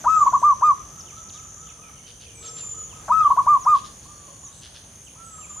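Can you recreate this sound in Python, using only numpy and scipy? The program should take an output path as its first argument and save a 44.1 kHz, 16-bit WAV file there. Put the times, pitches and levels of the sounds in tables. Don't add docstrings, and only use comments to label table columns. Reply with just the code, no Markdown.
import sys
import numpy as np
from scipy import signal
from scipy.io import wavfile

SR = 44100
rng = np.random.default_rng(int(sys.argv[2]) if len(sys.argv) > 2 else 0)


def volts_from_db(level):
    exponent = np.asarray(level, float) / 20
    return 10 ** exponent


def waveform_to_disk(signal):
    frames = np.transpose(np.atleast_2d(signal))
    scaled = np.clip(frames, -1, 1) * 32767
    samples = np.round(scaled).astype(np.int16)
    wavfile.write(sys.argv[1], SR, samples)


N = 246959

# start_s, length_s, top_pitch_hz, level_db, gulp_length_s
COO = [
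    (0.055, 0.19, 1292, -12.5, 0.024),
    (0.2605, 0.031, 1139, -11, 0.0099),
    (0.33, 0.042, 1152, -12.5, .013),
    (0.4254, 0.11, 1203, -13, 0.012),
    (0.6185, 0.11, 1234, -13, 0.014),
]
# start_s, level_db
PHRASES = [
    (0, 0),
    (3.0405, 0),
]
# at_s, depth (0-1 or more), closing_s, reopening_s
ROLL = [
    (.122, .5, .02, .004),
    (.163, .45, .025, .004),
    (.2025, 1.4, .006, .004),
]
# multiple of the pitch, level_db, lasting_s
OVERTONES = [(2, -37, 0.6), (3, -43.5, 0.15), (4, -44, .25), (5, -55, .1), (6, -32, 0.08), (10, -45, .06),
             (11, -47, .06)]
# delay_ms, level_db
ECHOES = [
    [(0, 0.0), (4.012, -19.1), (6.129, -11.3), (8.298, -16.4), (13.015, -21.8), (13.481, -18.3),
     (16.469, -15.5), (31.496, -22.4)],
    [(0, -1.6), (1.527, -17.1), (1.922, -21.0), (5.11, -8.7), (12.724, -24.2), (18.123, -17.3),
     (23.567, -21.9), (31.412, -21.1)],
]
# start_s, length_s, top_pitch_hz, level_db
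FAR_DOVES = [(2.402, .21, 1304, -58.5), (2.629, .05, 1244, -56.5), (2.733, .095, 1288, -54),
             (2.924, 0.092, 1280, -52), (4.05, .24, 1193, -60.5), (4.28, 0.099, 1090, -63.5),
             (4.428, 0.07, 1140, -58), (5.152, .22, 1341, -53.5), (5.375, 0.051, 1260, -51),
             (5.462, 0.069, 1233, -53.5), (5.558, 0.15, 1293, -50)]
# start_s, length_s, first_pitch_hz, last_pitch_hz, level_db
LOW_DOVE = [
    (1.62, 0.26, 468, 466.7, -66.5),
    (2.08, 0.079, 482, 472, -66.5),
    (2.25, 0.39, 470, 458, -65),
    (2.68, .34, 458, 453.4, -61.5),
    (4.22, 0.17, 580, 555, -67),
]
# start_s after the beat, length_s, first_pitch_hz, last_pitch_hz, level_db
COUPLET = [
    (0, 0.1, 1144, 1316, -55.5),
    (0.099, .03, 1448, 1165, -57),
    (0.137, .06, 1296, 1310, -62),
]
# start_s, length_s, first_pitch_hz, last_pitch_hz, level_db
PIPING = [(.965, .06, 1150, 1160, -55), (1.81, .13, 2750, 2200, -65), (1.93, .12, 2200, 2180, -68),
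          (2.2, .12, 3200, 2400, -57), (2.31, .18, 2400, 2340, -64), (2.42, .44, 3550, 3400, -68),
          (2.64, .22, 3200, 3000, -67), (3.97, .43, 4420, 4380, -70), (4.42, .16, 3900, 3750, -67)]
# start_s, length_s, settled_pitch_hz, sag_hz_per_s, level_db
WHISTLES = [
    (0.145, 0.12, 7480, 5900, -33.5),
    (2.341, .538, 7383, 940, -35),
    (5.23, 0.57, 7460, 1380, -38.5),
]
CATCHES = [
    2.757,
    5.478,
]
# start_s, length_s, first_pitch_hz, last_pitch_hz, level_db
CHIRPS = [
    (.985, 0.031, 6550, 4770, -39.5),
    (1.28, 0.027, 6300, 2500, -48),
    (2.455, 0.045, 6750, 5180, -39.5),
    (3.603, 0.048, 6930, 5300, -40),
    (4.433, 0.048, 6950, 5770, -40.5),
    (5.04, 0.038, 7940, 7300, -53.5),
]
# start_s, length_s, first_pitch_hz, last_pitch_hz, level_db
FAR_CHIRPS = [(1.059, 0.06, 3620, 2040, -59.5), (1.353, 0.056, 4010, 1925, -60),
              (1.653, 0.079, 3500, 1905, -60.5), (1.96, 0.032, 3280, 2680, -58),
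              (2.037, 0.046, 3000, 3190, -59.5), (2.27, 0.042, 3500, 2690, -59),
              (2.573, .07, 3484, 2310, -61.5), (2.89, 0.057, 3595, 2290, -58),
              (3.208, 0.08, 3780, 2590, -60), (5.064, 0.029, 3300, 2270, -57.5),
              (5.407, 0.054, 3100, 2150, -58)]
# start_s, length_s, low_hz, high_hz, level_db
RASPS = [(0.384, .07, 6600, 8550, -51), (1.161, 0.049, 2860, 4300, -55.5),
         (1.321, 0.065, 2900, 7660, -50.5), (1.668, .06, 2800, 3680, -54.5),
         (2.064, 0.054, 2510, 5170, -48.5), (2.197, 0.065, 2540, 5400, -49.5),
         (2.42, 0.074, 2700, 5460, -47), (2.554, 0.068, 2700, 5530, -47), (3.736, 0.069, 2661, 5550, -45),
         (3.838, 0.047, 2820, 5497, -45.5), (4.52, 0.11, 6600, 8000, -51),
         (4.617, 0.063, 2615, 5800, -45.5), (4.739, 0.046, 2710, 5740, -45.5)]
# at_s, choir_level_db, air_gain_db
CHOIRS = [(0.0, -44, 6), (0.45, -43, 2), (0.9, -46, 1), (1.4, -45, -1), (1.75, -47.5, -2),
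          (2.29, -49.5, -2), (2.501, -48.5, 0), (2.84, -49.5, -.5), (3.119, -48, 4.5), (3.87, -51, 1),
          (4.38, -51.5, -2), (5.6, -54, -1)]
# start_s, stop_s, first_pitch_hz, last_pitch_hz, level_db
BOUTS = [
    (-.4, 0.405, 6800, 6880, -48.5),
    (0.815, 1.735, 6750, 6900, -49.5),
    (1.948, 2.396, 6760, 6970, -72),
    (2.49, 3.108, 6640, 7067, -53.5),
    (3.098, 4.524, 6696, 6848, -53),
    (4.549, 5.335, 6300, 6650, -54.5),
    (5.3, 5.69, 6750, 6800, -52),
]
# band_hz, level_db
AIR = [(13, -42), (55, 3.1), (142, 0.5), (226, -8.5), (450, -11), (608, -11.5), (1080, -15), (2210, -20),
       (3070, -20.5), (5310, -24.5), (6260, -19.5), (7580, -39), (9700, -12.5), (11100, -30),
       (15500, -32.5)]
# band_hz, correlation (-1 to 1)
LIKENESS = [(60, 1.0), (180, 0.97), (550, 0.53), (1650, 0.36), (4970, 0.28), (15000, 0.72)]

GULP_FIRST_HZ, GULP_LAST_HZ, GULP_START_DB, GULP_TOP_DB, BREAK_S = 895, 1065, -15.5, 0, 0.0039
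RISE, TOP_AT, SAG, SAG_POWER, RELEASE_S = 0.062, 0.22, 0.1347, 2.03, 0.0088
END_DROP, END_DROP_S = 0.055, .01
HOARSE_DB, PATCHY_DB = -33, 3.5
BRIGHT_HZ, BRIGHT_DB_PER_HZ = 1290, .05
PUFF_LEAD, PUFF_DB, PUFF_HZ = .62, -28, (620, 1400)
FAR_GULP_S, FAR_SAG = .011, .06
COUPLET_FIRST_S, COUPLET_EVERY_S = .895, .223
FLICK_HZ_PER_S, FLICK_S, SETTLE_HZ_PER_S, SETTLE_S = 1200, .015, 1200, 0.13
HOOK_HZ, HOOK_S, SWELL_DB, SWELL_SHARE, CATCH_S = 810, .018, -17, .3, 0.015
BOUT_SWELL_DB, BOUT_STOP_S, MIDDLE_REST_DB = -12, 0.0093, -59.5
HIGH_FIRST_DB, HIGH_DB, HIGH_SWELL_S = -62, -55.5, 1.7
GROVE_T60_S, GROVE_DB, AIR_DB = 0.41, -19, -48


def dove():
    notes = [coo_note(*row, SAG) for row in COO]
    bright = [note + np.outer(note[:, 1] - BRIGHT_HZ, [0, 0, BRIGHT_DB_PER_HZ]) for note in notes]
    plain = sing(notes, [], 0.003)
    overtones = sing(bright, OVERTONES, .005) - sing(bright, [], .005)
    once = np.array([plain, overtones])
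    both = np.zeros((2, N))
    for start_s, level_db in PHRASES:
        add(both, volts_from_db(level_db) * once, start_s)
    wobble = rms_one(band_pass(3, 60, 380, rng.standard_normal(N)))
    coo = both[0] * (1 + volts_from_db(HOARSE_DB) * wobble)
    coo = coo + both[1] * volts_from_db(PATCHY_DB * drift(19)) + puffs()
    n = np.arange(N)
    ports = [sum(volts_from_db(db) * np.interp(n - ms * SR / 1e3, n, coo) for ms, db in paths) for paths in ECHOES]
    return np.array(ports) + grove(coo, GROVE_DB)


def coo_note(start_s, length_s, top_hz, level_db, gulp_s, sag):
    t = np.arange(0, length_s, 1e-3)
    u = np.clip((t - gulp_s) / (length_s - gulp_s), 0, 1)
    climbing = RISE * (1 - u / TOP_AT) ** 2
    sagging = sag * (np.abs(u - TOP_AT) / (1 - TOP_AT)) ** SAG_POWER
    arch = np.where(u < TOP_AT, climbing, sagging)
    slip = END_DROP * np.exp((t - length_s) / END_DROP_S)
    upper = np.clip((t - gulp_s) / BREAK_S + .5, 0, 1)
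    gulp_hz = np.interp(t, [0, gulp_s], [GULP_FIRST_HZ, GULP_LAST_HZ])
    hz = (1 - upper) * gulp_hz + upper * top_hz * (1 - arch - slip)
    opening = np.interp(t, [0, 0.77 * gulp_s], volts_from_db([GULP_START_DB, GULP_TOP_DB]))
    gain = np.where(t < gulp_s, opening, 1) * np.clip((length_s - t) / RELEASE_S, .03, 1)
    now = start_s + t
    for at, depth, closing, reopening in ROLL:
        away = np.where(now < at, (at - now) / closing, (now - at) / reopening)
        gain = gain * (1 - np.minimum(.98, depth * np.exp(-away)))
    return np.transpose([now, hz, level_db + 20 * np.log10(gain)])


def puffs():
    out = np.zeros(N)
    for later_s, _ in PHRASES:
        for start_s, _, _, _, gulp_s in COO:
            n = int((PUFF_LEAD * gulp_s + .005) * SR)
            noise = rms_one(band_pass(5, *PUFF_HZ, rng.standard_normal(2000))[-n:])
            swell = np.sin(np.pi * np.arange(n) / n) ** .5
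            level = volts_from_db(PUFF_DB) * gulp_s / COO[0][4]
            add(out, level * noise * swell, later_s + start_s - PUFF_LEAD * gulp_s)
    return out


def sing(notes, overtones, fade_s):
    out = np.zeros(N)
    for note in notes:
        s, hz, db = np.transpose(note)
        t = np.arange(s[0], s[-1], 1 / SR)
        phase = 2 * np.pi * np.cumsum(np.interp(t, s, hz)) / SR
        tone = np.sin(phase)
        for multiple, level_db, lasting_s in overtones:
            tone = tone + volts_from_db(level_db) * np.exp((s[0] - t) / lasting_s) * np.sin(multiple * phase)
        edge = np.clip(np.minimum(t - s[0], s[-1] - t) / fade_s, 0, 1)
        add(out, np.sqrt(2) * np.interp(t, s, volts_from_db(db)) * edge * tone, s[0])
    return out


def far_birds():
    beats = COUPLET_FIRST_S + (np.arange(6) - 1) * COUPLET_EVERY_S
    couplets = [(beat + s, *rest) for beat in beats for s, *rest in COUPLET]
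    notes = [coo_note(*row, FAR_GULP_S, FAR_SAG) for row in FAR_DOVES]
    notes = notes + [glide(*row) for row in [*couplets, *LOW_DOVE]]
    doves = sing(notes, [], 0.0062) * volts_from_db(3.75 * drift(35))
    doves = doves + sing([glide(*row) for row in PIPING], [], .02) * drift(45)
    whistles = sing([whistle(*row) for row in WHISTLES], [(2.3, -41.5, 2.6)], 0.007)
    whistles = whistles * volts_from_db(2 * drift(44))
    return pan(doves, -10.0) + grove(doves, 1.1) + pan(whistles, .6) + grove(whistles, -7.5)


def glide(start_s, length_s, first_hz, last_hz, level_db):
    t = np.arange(0, length_s, 5e-3)
    hz = last_hz + (first_hz - last_hz) * (1 - t / length_s) ** 2.9
    return np.transpose([start_s + t, hz, level_db + 0 * t])


def whistle(start_s, length_s, hz, sag, level_db):
    t = np.arange(0, length_s, 2e-3)
    opening = FLICK_HZ_PER_S * np.exp(-t / FLICK_S) + SETTLE_HZ_PER_S * np.exp(-t / SETTLE_S)
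    hook = HOOK_HZ * np.exp((t - length_s) / HOOK_S)
    pitch = hz - sag * t + length_s * opening - hook
    ends = np.exp(-t / (SWELL_SHARE * length_s)) + np.exp((t - length_s) / 0.015)
    catches = sum(22 * np.exp(-((start_s + t - at) / CATCH_S) ** 4) for at in CATCHES)
    return np.transpose([start_s + t, pitch, level_db + SWELL_DB * ends - catches])


def chirps(rows, lead_db, wet_db, flutter_db, bend):
    out = np.zeros(N)
    for start_s, length_s, first_hz, last_hz, level_db in rows:
        u = np.arange(0, 1, 1 / (length_s * SR))
        hz = first_hz * (last_hz / first_hz) ** (u ** bend)
        tone = np.sin(2 * np.pi * np.cumsum(hz) / SR)
        add(out, volts_from_db(level_db + 2.5) * np.sin(np.pi * u) ** 0.32 * tone, start_s)
    out = out * volts_from_db(flutter_db * drift(70))
    return pan(out, lead_db) + grove(out, wet_db)


def rasps():
    out = np.zeros((2, N))
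    for start_s, length_s, low_hz, high_hz, level_db in RASPS:
        t = np.arange(round(length_s * SR)) / SR
        noise = rng.standard_normal(len(t)) + 0.21 * rng.standard_normal((2, len(t)))
        chop = 0.31 + np.cos(np.pi * 120 * t) ** 2
        wide = band_pass(3, low_hz, high_hz, noise)
        throat = band_pass(1, 1.2 * low_hz, 1.3 * low_hz, wide)
        under = band_pass(2, low_hz / 2, 2 * low_hz / 3, noise)
        rasp = rms_one(wide + 1.1 * throat) + 1.5 * under
        add(out, volts_from_db(level_db) * rasp * chop * np.sin(np.pi * t / length_s) ** 0.36, start_s)
    return out + grove(out[1], -5.0)


def insects():
    t = np.arange(N) / SR
    at_s, low_db, _ = np.transpose(CHOIRS)
    high_db = HIGH_DB + (HIGH_FIRST_DB - HIGH_DB) * np.exp(-t / HIGH_SWELL_S)
    middle, middle_hz = bouts()
    out = volts_from_db(np.interp(t, at_s, low_db)) * choir(6188, 560, [(55, 0.32), (82, 0.2)], apart=0.61)
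    out = out + middle * choir(middle_hz, 550, [(152, 0.37)], apart=0.26)
    out = out + volts_from_db(high_db) * choir(9506, 1500, [(122.2, 0.23), (244.4, .15)], apart=0.14)
    return out + volts_from_db(-65) * choir(3200, 800, [(40, .3)], apart=0.39)


def choir(hz, width_hz, beats, apart):
    t = np.arange(N) / SR
    noise = rng.standard_normal((2, N)) + 1j * rng.standard_normal((2, N))
    mid, side = signal.sosfilt(signal.butter(3, width_hz / 2, fs=SR, output="sos"), noise)
    throb = 1
    for rate, depth in beats:
        turns = np.cumsum(rate * (1 + .01 * drift(1.64))) / SR
        throb = throb * (1 + depth * np.cos(2 * np.pi * turns))
    carrier = np.exp(2j * np.pi * np.cumsum(hz + 0 * t) / SR)
    ring = (mid + apart * side * [[1], [-1]]) * carrier
    return rms_one(ring.real * throb)


def bouts():
    t = np.arange(N) / SR
    gain, hz = volts_from_db(MIDDLE_REST_DB) + 0 * t, BOUTS[0][2] + 0 * t
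    for start_s, stop_s, first_hz, last_hz, level_db in BOUTS:
        u = np.clip((t - start_s) / (stop_s - start_s), 0, 1)
        edges = np.clip(np.minimum(u / .15, (stop_s - t) / BOUT_STOP_S), 0, 1)
        gain = gain + volts_from_db(level_db + BOUT_SWELL_DB * (1 - u) ** 2.8) * edges
        hz = np.where(t > start_s, first_hz + (last_hz - first_hz) * u, hz)
    return gain, hz


def air():
    out, edges = 0, 20 * 2 ** np.arange(0, 9.8, .5)
    white = rng.standard_normal((2, 2, N))
    for k, (low, high) in enumerate(zip(edges, edges[1:])):
        mid, side = band_pass(2, low, high, white[k % 2])
        hz = np.sqrt(low * high)
        alike = np.clip(at_hz(LIKENESS, hz), -1, 1)
        stereo = np.sqrt(1 + alike) * mid + np.sqrt(1 - alike) * side * [[1], [-1]]
        out = out + volts_from_db(at_hz(AIR, hz) + 1.46 * drift(6.9)) * stereo
    at_s, _, gain_db = np.transpose(CHOIRS)
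    breeze = volts_from_db(np.interp(np.arange(N) / SR, at_s, gain_db))
    return breeze * volts_from_db(AIR_DB) * rms_one(out)


def grove(x, wet_db):
    t = np.arange(SR // 2) / SR
    tail = rng.standard_normal((2, len(t))) * volts_from_db(-60 * t / GROVE_T60_S) * (t > .02)
    tail = tail / np.linalg.norm(tail[0])
    return volts_from_db(wet_db) * signal.fftconvolve(x[None], tail, axes=1)[:, :N]


def rms_one(x):
    return x / np.sqrt(np.mean(np.abs(x) ** 2) + 1e-20)


def band_pass(order, low_hz, high_hz, x):
    return signal.sosfilt(signal.butter(order, [low_hz, high_hz], "band", fs=SR, output="sos"), x)


def at_hz(points, hz):
    point_hz, value = np.transpose(points)
    return np.interp(np.log(hz), np.log(point_hz), value)


def drift(rate):
    r = np.exp(-80 * np.pi * rate / SR)
    slow = signal.lfilter([1], [1, -2 * r, r * r], rng.standard_normal(N // 40 + 2002))[2000:]
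    return np.interp(np.arange(N) / 40, np.arange(len(slow)), rms_one(slow))


def pan(x, lead_db):
    return x * volts_from_db([[lead_db / 2], [-lead_db / 2]])


def add(out, x, start_s):
    i = round(start_s * SR)
    out[..., i:i + x.shape[-1]] += x[..., :N - i]


def scene():
    near_chirps = chirps(CHIRPS, -1.7, -11.5, flutter_db=0.5, bend=1.8)
    far_chirps = chirps(FAR_CHIRPS, -16, 1.4, flutter_db=3.0, bend=1.1)
    return dove() + far_birds() + near_chirps + far_chirps + rasps() + insects() + air()


def roll_off(x):
    return signal.sosfilt(signal.butter(12, 15620, fs=SR, output="sos"), x)


def record(dry):
    return roll_off(dry)


dry = scene()
out = record(dry)
waveform_to_disk(out)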